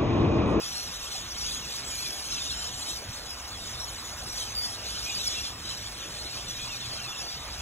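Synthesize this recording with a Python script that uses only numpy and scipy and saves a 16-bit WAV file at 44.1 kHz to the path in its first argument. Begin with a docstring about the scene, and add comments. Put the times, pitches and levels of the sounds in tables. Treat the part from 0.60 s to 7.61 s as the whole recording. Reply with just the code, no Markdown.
"""A flock of parrots chatters in leafy trees, heard from the ground on a small microphone with two ports.
Near birds pipe short gliding whistles with overtones; the rest of the flock blurs into many random squeaks
over a harsh screech of shaped noise. Foliage scatters the calls and adds a faint rustle of treble noise.
A town murmurs far off as low-pitched noise and rumble, with one engine, a sine, slowly picking up speed."""
import sys
import numpy as np
from scipy import signal
from scipy.fft import rfft, irfft, next_fast_len
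from scipy.io import wavfile
from scipy.ndimage import uniform_filter1d

SR = 44100
rng = np.random.default_rng(int(sys.argv[2]) if len(sys.argv) > 2 else 0)


def master_out(mix):
    """Clip the mix to full scale and print it as 16-bit PCM to the path in sys.argv[1]."""
    frames = np.transpose(np.atleast_2d(mix))
    ceiling = np.clip(frames, -1, 1)
    pcm = np.round(ceiling * 32767).astype(np.int16)
    wavfile.write(sys.argv[1], SR, pcm)


def field_ratio(decibels):
    """Amplitude ratio for a level in dB (20 dB per decade); scalars and array-likes work."""
    return 10 ** (np.asarray(decibels, dtype=float) / 20)


N = 309141  # samples, about 7 s


def evened(x):
    """Scales to rms 1."""
    return x / np.sqrt(np.mean(x ** 2) + 1e-20)


def read_spectrum(points, hz):
    """Reads a spectrum's dB between its points, on a log-frequency axis."""
    point_hz, value = np.transpose(points)
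    return np.interp(np.log(hz + 1), np.log(point_hz + 1), value)


def add(mix, s, sound):
    """Mixes a sound in from s seconds on."""
    part = mix[round(s * SR):][:len(sound)]
    part += sound[:len(part)]


def wobble(count, size):
    """Smooth chance variation of rms 1; size is the smoothing in samples."""
    return evened(uniform_filter1d(uniform_filter1d(rng.standard_normal(count), size), size))


def hiss(db_field, patchy_db):
    """Two unrelated noises whose short-time spectra follow db_field(hz, t), with shared random patches."""
    hz = np.fft.rfftfreq(1024, 1 / SR)[:, None]
    t = np.arange(N // 256 + 5) * 256 / SR
    a, b, c, d, patches = rng.standard_normal((len(t), len(hz), 5)).T
    patches = uniform_filter1d(uniform_filter1d(patches, size=10, axis=0), size=10, axis=1)
    gain = field_ratio(db_field(hz, t) + patchy_db * evened(patches))
    spectra = np.array([a + 1j * b, c + 1j * d]) * gain
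    return signal.istft(spectra, nperseg=1024, noverlap=768)[1][:, :N]


def whistle(length, start_hz, end_hz, octave_db, arch, rough):
    """The syrinx: a gliding near-sine with overtones, its pitch shivering and its strength coming in lumps."""
    count = round(length * SR)
    u = np.arange(count) / count  # progress through the call, 0-1
    glide_hz = start_hz + (end_hz - start_hz) * u
    hz = glide_hz * (1 + arch * 4 * u * (1 - u) + rough * wobble(count, size=120))
    phase = 2 * np.pi * (np.cumsum(hz) / SR + rng.random())
    overtones = np.sin(2 * phase) + 0.29 * np.sin(3 * phase) * (hz < 5200)
    tone = np.sin(phase) + field_ratio(octave_db) * overtones
    lumps = field_ratio(2.8 * wobble(count, size=200))
    swell = np.sin(np.pi * u) ** 0.24  # quick rise and fall
    return evened(tone * lumps * swell)


def foliage(x, wet_db, t60):
    """Trunks and leaves scatter the call back: sparse taps of random sign, dying away, others for each port."""
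    taps = np.zeros((2, SR // 2))
    at = np.arange(200, SR // 2 - 20, 20)  # one tap somewhere in each 20 samples
    decay = field_ratio(-60 * at / SR / t60)
    for port in taps:
        port[at + rng.integers(0, 20, len(at))] = rng.choice([-1., 1.], len(at)) * decay
    scattered = signal.oaconvolve(x[None], taps / np.linalg.norm(taps[0]), axes=1)[:, :N]
    return x + field_ratio(wet_db) * scattered


def near_birds():
    """The whistles one could point at: the higher, the purer; the loudest turn shrill with overtones."""
    # near calls, one row a clear tone, level before the foliage:
    # (time [s], length [s], start pitch [Hz], end pitch [Hz], level [dB])
    calls = [(0.052, 0.1, 5780, 5860, -43.5), (0.132, 0.16, 5450, 5800, -42.5),
             (0.15, 0.09, 4330, 4180, -39.5), (0.7, 0.038, 5780, 5730, -40.8),
             (0.765, 0.065, 5500, 6100, -43), (0.808, 0.028, 5600, 5570, -38),
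             (0.768, 0.066, 4470, 5350, -43), (0.817, 0.06, 4540, 5350, -41),
             (0.845, 0.04, 6080, 6600, -40), (0.851, 0.075, 3090, 3620, -42.5),
             (0.93, 0.062, 6260, 6700, -40.5), (0.945, 0.062, 3180, 3350, -47),
             (1.375, 0.056, 4200, 4500, -38.5), (1.243, 0.071, 7470, 8000, -43.5),
             (1.283, 0.1, 6800, 6740, -44), (1.315, 0.099, 2400, 2300, -48),
             (1.385, 0.046, 2410, 2730, -50), (1.44, 0.065, 2480, 2260, -46),
             (1.45, 0.049, 3480, 3480, -44), (1.71, 0.055, 4200, 3900, -42), (1.434, 0.11, 5220, 5350, -41),
             (1.666, 0.1, 6400, 6190, -40.5), (1.718, 0.094, 2820, 2510, -47.5),
             (1.707, 0.074, 5330, 5390, -36), (1.803, 0.028, 3610, 3620, -35),
             (1.86, 0.051, 3660, 3680, -38.5), (1.895, 0.028, 3530, 3200, -39),
             (1.905, 0.025, 4000, 4270, -36.5), (1.935, 0.035, 3080, 3080, -46),
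             (1.918, 0.18, 5320, 5380, -42), (1.967, 0.08, 7300, 7100, -42.5),
             (1.995, 0.068, 3130, 3030, -45.5), (2.17, 0.058, 7320, 7290, -44.5),
             (2.25, 0.076, 2960, 3250, -47), (2.68, 0.073, 5080, 5000, -41), (3.135, 0.03, 3800, 3350, -45),
             (2.9, 0.13, 8500, 8950, -54), (2.921, 0.052, 3500, 3300, -46.5),
             (2.994, 0.075, 3670, 3610, -46), (3.165, 0.083, 3570, 3950, -47),
             (3.195, 0.052, 5490, 5560, -37), (3.274, 0.05, 3060, 3120, -51),
             (3.696, 0.065, 5670, 5740, -41), (3.767, 0.064, 5840, 6110, -40),
             (3.881, 0.053, 6200, 6130, -42), (3.95, 0.12, 4720, 4640, -31.5),
             (4.02, 0.097, 5480, 5280, -41), (4.255, 0.028, 4750, 3800, -41),
             (4.299, 0.046, 3560, 3270, -45), (4.458, 0.052, 2450, 2460, -38),
             (4.488, 0.064, 2740, 2900, -46), (4.53, 0.039, 3330, 3370, -48),
             (4.542, 0.041, 4750, 4850, -34), (4.591, 0.031, 3920, 3870, -35.5),
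             (4.638, 0.032, 5900, 5850, -41), (4.647, 0.043, 6070, 4700, -32.5),
             (4.657, 0.027, 5600, 4930, -38), (4.715, 0.093, 3520, 3380, -42),
             (4.74, 0.025, 3770, 3850, -40), (4.75, 0.052, 2670, 2746, -41), (4.83, 0.035, 3420, 3550, -42),
             (4.86, 0.04, 3900, 4300, -43), (5.042, 0.095, 3900, 3970, -43),
             (5.418, 0.054, 3550, 3440, -46), (5.418, 0.038, 3310, 2480, -49),
             (5.585, 0.045, 4100, 4350, -42), (5.65, 0.04, 4080, 4020, -41), (5.76, 0.055, 2400, 3030, -49),
             (5.86, 0.034, 3650, 3420, -45), (5.895, 0.03, 3340, 3500, -41), (5.98, 0.091, 3290, 3410, -45),
             (6.05, 0.04, 2600, 2900, -52), (5.882, 0.03, 5950, 5930, -36.5),
             (5.965, 0.095, 2380, 2470, -47), (6.085, 0.078, 2880, 2320, -44),
             (6.211, 0.054, 3550, 3470, -45), (6.315, 0.029, 4800, 4020, -39),
             (6.36, 0.051, 3250, 2990, -45), (6.515, 0.05, 2760, 2710, -46), (6.56, 0.05, 3300, 3400, -53),
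             (6.57, 0.084, 5640, 5860, -47), (6.4, 0.043, 2750, 2760, -44.5),
             (6.44, 0.042, 2740, 2420, -44), (6.476, 0.054, 3534, 3370, -40.5),
             (6.633, 0.15, 4500, 4720, -42)]
    overtone_db, overtone_db_per_khz = 2.5, -3.5  # overtone level at 0 Hz and its slope with pitch
    effort_db, overtone_per_effort = -36, 1.3  # above this level, overtone dB gained per dB
    out = np.zeros(N)
    for s, length, start_hz, end_hz, db in calls:
        mean_khz = (start_hz + end_hz) / 2000
        octave_db = overtone_db + overtone_db_per_khz * mean_khz
        octave_db += overtone_per_effort * max(db - effort_db, 0)
        add(out, s, field_ratio(db) * whistle(length, start_hz, end_hz, octave_db, arch=0.0098, rough=0.0082))
    return foliage(out, wet_db=-11, t60=.15)


def flock():
    """Many squeaks at random times and pitches over a harsh screech; both swell with the flock."""
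    # the whole flock's course: (time [s], relative level [dB], treble tilt [dB per octave])
    flock_course = [(0.0, -39, 0.3), (0.02, -39, 1.3), (0.25, -38.5, 1), (0.39, -43, 0.5),
                    (0.54, -38.5, 0.5), (0.66, -43, 0), (0.92, -36, -0.2), (1.03, -41.5, 0.3),
                    (1.17, -37, 1), (1.23, -44.5, -2.5), (1.29, -38, 1.7), (1.66, -41, 3), (1.7, -40, -2),
                    (2.05, -38, 0.5), (2.11, -41.5, 0.8), (2.32, -37.5, 1.6), (2.42, -44.5, 0.6),
                    (3.65, -43.5, 2.4), (3.79, -38, 2), (3.98, -44.5, -0.5), (4.08, -41, 3), (4.2, -44, -1),
                    (4.31, -38, -0.9), (4.88, -38, -1), (4.96, -46.5, 1), (5.11, -37.5, -2.5),
                    (5.21, -43, -0.5), (5.99, -40, -0.6), (6.37, -42, -1.5), (6.46, -41, -1.5),
                    (6.95, -43.5, -1), (7.01, -42, 0)]
    # voices after air and leaves: (frequency [Hz], relative spectrum level [dB])
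    flock_colour = [(1500, -40), (2200, -8), (3000, 0), (3800, 4), (5500, 4), (6600, -0.5), (8000, -3.5),
                    (10500, -7.5), (12500, -13.5), (15500, -22)]
    squeaks_per_s = 270
    squeaks = np.zeros(N)
    for when, long, pitch, glide, arch, loud, bright in rng.random((round(squeaks_per_s * N / SR), 7)):
        length = .011 + .03 * long ** 2
        start_hz = 2300 * 2.8 ** pitch
        end_hz = start_hz * (1 + 1.4 * (glide - .5) ** 3)
        squeak = whistle(length, start_hz, end_hz, -12 + 16 * bright, arch=.07 * (arch - .5), rough=.011)
        add(squeaks, when * N / SR, field_ratio(-9 * loud) * squeak)
    s, db, tilt_db = np.transpose(flock_course)

    def field(hz, t):
        """The flock's colour at its present level and tilt."""
        octaves = np.clip(np.log2((hz + 1) / 4500), -1, 1.5)
        return read_spectrum(flock_colour, hz) + np.interp(t, s, db) + octaves * np.interp(t, s, tilt_db)

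    # even the squeaks out over pitch and time, then give them the flock's colour and course
    hz, t, z = signal.stft(squeaks, SR, nperseg=512)
    pitch_rms = np.sqrt(uniform_filter1d((abs(z) ** 2).mean(1), size=9))[:, None]
    moment_rms = np.sqrt(uniform_filter1d((abs(z) ** 2).mean(0), size=16))
    z = z / (pitch_rms + .07 * pitch_rms.max()) * moment_rms.mean() / moment_rms
    z = z * field_ratio(field(hz[:, None], t) - 20.8)
    squeaks = foliage(signal.istft(z, SR, nperseg=512)[1][:N], wet_db=-10, t60=.16)
    flutter = field_ratio(0.5 * wobble(N, size=90))  # rasping throats
    screech = hiss(field, patchy_db=2.5) * flutter
    surge = field_ratio(1 * wobble(N, size=3000))  # quick chance swells of 1 dB rms
    return surge * (squeaks + field_ratio(-22.1) * screech)


def leaves():
    """A faint steady rustle of leaves in the treble: shaped noise."""
    # rustle: (frequency [Hz], relative spectrum level [dB])
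    leaf_colour = [(3000, -40), (7000, 2), (11000, -3), (16000, -3)]
    rustle = hiss(lambda hz, t: read_spectrum(leaf_colour, hz) + 0 * t, patchy_db=0.0)
    return field_ratio(-54.5) * evened(rustle)


def town():
    """Distant tyre roar as shaped noise, low rumble as a narrow noise band, and one engine as a sine."""
    # far roar: (frequency [Hz], relative spectrum level [dB])
    town_colour = [(12, -41), (20, -11), (38, -16.5), (58, 7.5), (107, -6), (409, -11.5), (677, -8.5),
                   (988, -10.5), (1100, -8.5), (2060, -12.5), (2380, -12.5), (3000, -17), (3900, -16.5),
                   (6600, -120)]
    # heavy traffic near 55 Hz: (time [s], relative level [dB])
    rumble_course = [(0.0, -50), (5.04, -47.5), (6.79, -55), (6.89, -42), (7.01, -36)]
    # engine, silent outside these times: (time [s], mean firing rate [Hz], mean level [dB])
    engine_course = [(2.9, 97, -56), (4.0, 100.7, -56), (5.5, 108.2, -56.5), (6.2, 120.8, -52),
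                     (6.5, 124.5, -52)]
    t = np.arange(N) / SR
    roar = evened(hiss(lambda hz, t: read_spectrum(town_colour, hz) + 0 * t, patchy_db=2.0))
    low_band = signal.butter(3, (44, 70), "bandpass", fs=SR, output="sos")
    low = signal.sosfilt(low_band, rng.standard_normal(N))
    rumble = evened(low) * field_ratio(np.interp(t, *np.transpose(rumble_course)) - 2.5)
    s, hz, db = np.transpose(engine_course)
    firing_hz = np.interp(t, s, hz) * (1 + 0.0135 * wobble(N, size=3000))
    firing = np.sqrt(2) * np.sin(2 * np.pi * np.cumsum(firing_hz) / SR)  # rms 1
    engine = firing * field_ratio(np.interp(t, s, db, -100, -100) + 1.3 * wobble(N, size=2000))
    return field_ratio(-43) * roar + rumble + engine


def scene():
    """Birds, leaves and town: two channels that share the direct calls and differ in scatter and noise."""
    return near_birds() + flock() + leaves() + town()


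def top_cut(x):
    """Nothing passes above the cut-off."""
    return signal.sosfilt(signal.butter(12, 16600, fs=SR, output="sos"), x)


def record(dry):
    """Two close ports: a phase lead sets them apart, and the left has sound of its own in the middle band."""
    # the ports: (frequency [Hz], phase by which the left leads [rad], left port's own scattered sound [0-1])
    port_response = [(60, 0, 0), (300, -.25, .25), (600, -.3, .42), (1000, -.1, .45), (1600, .15, .3),
                     (3000, .85, .8), (3600, 1.6, .4), (4300, 2.4, 0), (4850, 3.1416, 0),
                     (17480, 21.991, 0)]
    edge_hz = 15750  # the microphone's upper band limit
    size = next_fast_len(N + SR // 10)
    hz = np.fft.rfftfreq(size, 1 / SR)
    point_hz, *columns = np.transpose(port_response)
    lead, own = (np.interp(hz, point_hz, column) for column in columns)
    left, right = rfft(dry, size) * (hz < edge_hz)
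    left = right + own * (left - right)
    left = left * field_ratio(2.5 * own)  # makes up level lost in blending the two
    left, right = left * np.exp(.5j * lead), right * np.exp(-.5j * lead)
    ports = irfft(np.array([left, right]), size)[:, :N]
    return top_cut(ports)


dry = scene()
out = record(dry)
master_out(out)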